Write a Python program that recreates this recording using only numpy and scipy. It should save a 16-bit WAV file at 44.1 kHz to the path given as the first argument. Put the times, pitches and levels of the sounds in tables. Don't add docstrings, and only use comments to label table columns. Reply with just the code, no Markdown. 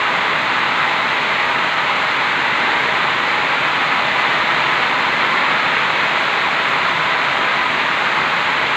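import sys
import numpy as np
from scipy import signal
from scipy.fft import rfft, irfft, next_fast_len
from scipy.io import wavfile
from scipy.ndimage import uniform_filter1d, map_coordinates

SR = 44100
rng = np.random.default_rng(int(sys.argv[2]) if len(sys.argv) > 2 else 0)


def int16_out(signal):
    q = np.round(np.clip(np.atleast_2d(signal).T, -1, 1) * 32767)
    wavfile.write(sys.argv[1], SR, q.astype(np.int16))


N = 386316


# freq_hz [Hz], level_db [dB per Hz]
IMPACT = [(60, -43.5), (150, -15.5), (300, -12.5), (540, -7.5), (740, -7), (810, -3), (1200, -.5),
          (1750, -1.64), (2250, -1.46), (3050, -8.5), (3600, -9.5), (4130, -13), (4650, -24.5),
          (11000, -89)]
# centre_hz [Hz], width_hz [Hz], lift_db [dB]
SHEETS = [(645, 65, 3.6), (812, 55, 2.4), (865, 45, 1.4), (995, 80, 3.6), (1275, 80, 1.2), (2010, 200, 2.4)]


def sheet_response(hz):
    level_db = along(IMPACT, hz)
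    for centre_hz, width_hz, lift_db in SHEETS:
        detuning = 2 * (hz - centre_hz) / width_hz
        level_db = level_db + lift_db / (1 + detuning ** 2)
    return level_db


def roof():
    patter = drops(rate_per_s=3000, spread_db=3)
    taps = rings(centre_hz=1492, scatter=0.449, cycles=6.7, spread_db=3.0, count=2400)
    near = sheltered(amp(-5.5) * patter + amp(-23.5) * taps, wet_db=-9)
    far = amp(-0.5) * wash(patchy_db=0.5)
    return coloured(near + far, sheet_response)


# freq_hz [Hz], level_db [dB per Hz]
SPRAY = [(2500, -16.5), (4500, 4), (5600, -5), (6150, 1), (7350, 0.5), (8000, -8), (8700, -13.5),
         (9750, -19.5), (10900, -20), (11300, -18.5), (11950, -20), (12900, -21.5), (13500, -16),
         (15500, -18)]


def yard():
    splashes = sheltered(drops(rate_per_s=310, spread_db=2), wet_db=-7)
    spray_gain = amp(0.3 * wobble(14))
    spray = spray_gain * wash(patchy_db=0.4)
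    close = drops(rate_per_s=22, spread_db=4)
    return coloured(amp(-9) * splashes + amp(-15) * close + spray, lambda hz: along(SPRAY, hz))


# freq_hz [Hz], level_db [dB per Hz]
RUMBLE = [(20, -46), (36, -36), (55, -18.5), (69, -18), (81, -4), (95, -8.5), (113, -8.5), (135, 2),
          (185, -1.8), (275, 1.5), (300, -5), (340, -0.5), (520, -5.5), (4000, -71.5)]


def distance():
    return coloured(wash(patchy_db=0.8), lambda hz: along(RUMBLE, hz))


# peak_s [s], lift_db [dB]
SURGES = [(4.6, 0.96), (6.2, 0.56)]
BUILD_S, EASE_S = 1, 0.73


def rainfall():
    t = np.arange(N) / SR
    surge_db = np.zeros(N)
    for peak_s, lift_db in SURGES:
        time_constants_away = np.maximum((peak_s - t) / BUILD_S, (t - peak_s) / EASE_S)
        surge_db += lift_db * np.exp(-time_constants_away)
    return surge_db


# freq_hz [Hz], t60_s [s]
SHELTER = [(200, 0.49), (2000, 0.25), (10000, 0.2)]


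def sheltered(x, wet_db):
    places = 24
    noise = rng.standard_normal((places, SR // 4))
    hz, t, z = signal.stft(noise, SR, nperseg=256)
    decay = amp(-60 * t / along(SHELTER, hz)[:, None])
    tails = signal.istft(z * decay, SR, nperseg=256)[1]
    wet = np.zeros(N + SR)
    for span, tail in zip(np.array_split(np.arange(N), places), tails):
        echo = signal.fftconvolve(x[span], tail / np.linalg.norm(tail))
        wet[span[0]:][:len(echo)] += echo
    return unit(x + amp(wet_db) * wet[:N])


def drops(rate_per_s, spread_db):
    size = amp(spread_db * np.minimum(rng.standard_normal(N), 2))
    sign = rng.choice([-1, 1], N)
    lands = rng.random(N) < rate_per_s / SR
    return unit(size * sign * lands)


def rings(centre_hz, scatter, cycles, spread_db, count):
    when, phase = rng.random((count, 2)).T[:, :, None]
    pitch, size, life = np.clip(rng.standard_normal((count, 3)), -2, 2).T[:, :, None]
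    t = np.arange(SR // 25) / SR
    turns = centre_hz * np.exp(scatter * pitch) * t
    decay = np.exp(-turns / (cycles * np.exp(life / 3)))
    tones = amp(spread_db * size) * decay * np.sin(2 * np.pi * (turns + phase))
    index = (when * N).astype(int) + np.arange(len(t))
    return unit(np.bincount(index.ravel(), tones.ravel())[:N])


def wash(patchy_db):
    z = signal.stft(rng.standard_normal(N), nperseg=512)[2]
    field = uniform_filter1d(rng.standard_normal(z.shape), size=6, axis=0)
    field = uniform_filter1d(field, size=16, axis=1)
    patches = z * amp(patchy_db * unit(field))
    return unit(signal.istft(patches, nperseg=512)[1][:N])


def coloured(x, level_at):
    m = 2 * next_fast_len(N // 2 + SR // 4)
    log_gain = np.log(amp(level_at(np.fft.rfftfreq(m, 1 / SR))))
    cepstrum = irfft(log_gain, m)
    cepstrum[1:m // 2] *= 2
    cepstrum[m // 2 + 1:] = 0
    response = np.exp(rfft(cepstrum))
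    return unit(irfft(rfft(x, m) * response, m)[:N])


def wobble(knots_per_s):
    knots = rng.standard_normal(int(N * knots_per_s / SR) + 4)
    return unit(map_coordinates(knots, [np.arange(N) * knots_per_s / SR]))


def along(points, hz):
    f, v = np.transpose(points)
    return np.interp(np.log(hz + 1), np.log(f + 1), v)


def amp(db):
    return 10 ** (np.asarray(db) / 20)


def unit(x):
    return x / np.sqrt(np.mean(x ** 2) + 1e-20)


ROAR_DB, HISS_DB, RUMBLE_DB = -17, -44.5, -34.5
HISS_FOLLOWS, RUMBLE_FOLLOWS = 0.4, 0.46
FLUTTER_DB, FLUTTER_PER_S = 0.08, 9


def scene():
    surge_db = rainfall()
    flutter_db = FLUTTER_DB * wobble(FLUTTER_PER_S)
    roar = amp(ROAR_DB + surge_db + flutter_db) * roof()
    hiss = amp(HISS_DB + HISS_FOLLOWS * surge_db) * yard()
    rumble = amp(RUMBLE_DB + RUMBLE_FOLLOWS * surge_db) * distance()
    return (roar + hiss + rumble)[None]


TOP_HZ = 15500


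def record(dry):
    m = next_fast_len(N + SR // 2)
    passband = np.fft.rfftfreq(m, 1 / SR) < TOP_HZ
    return irfft(rfft(dry, m) * passband, m)[..., :N]


dry = scene()
out = record(dry)
int16_out(out)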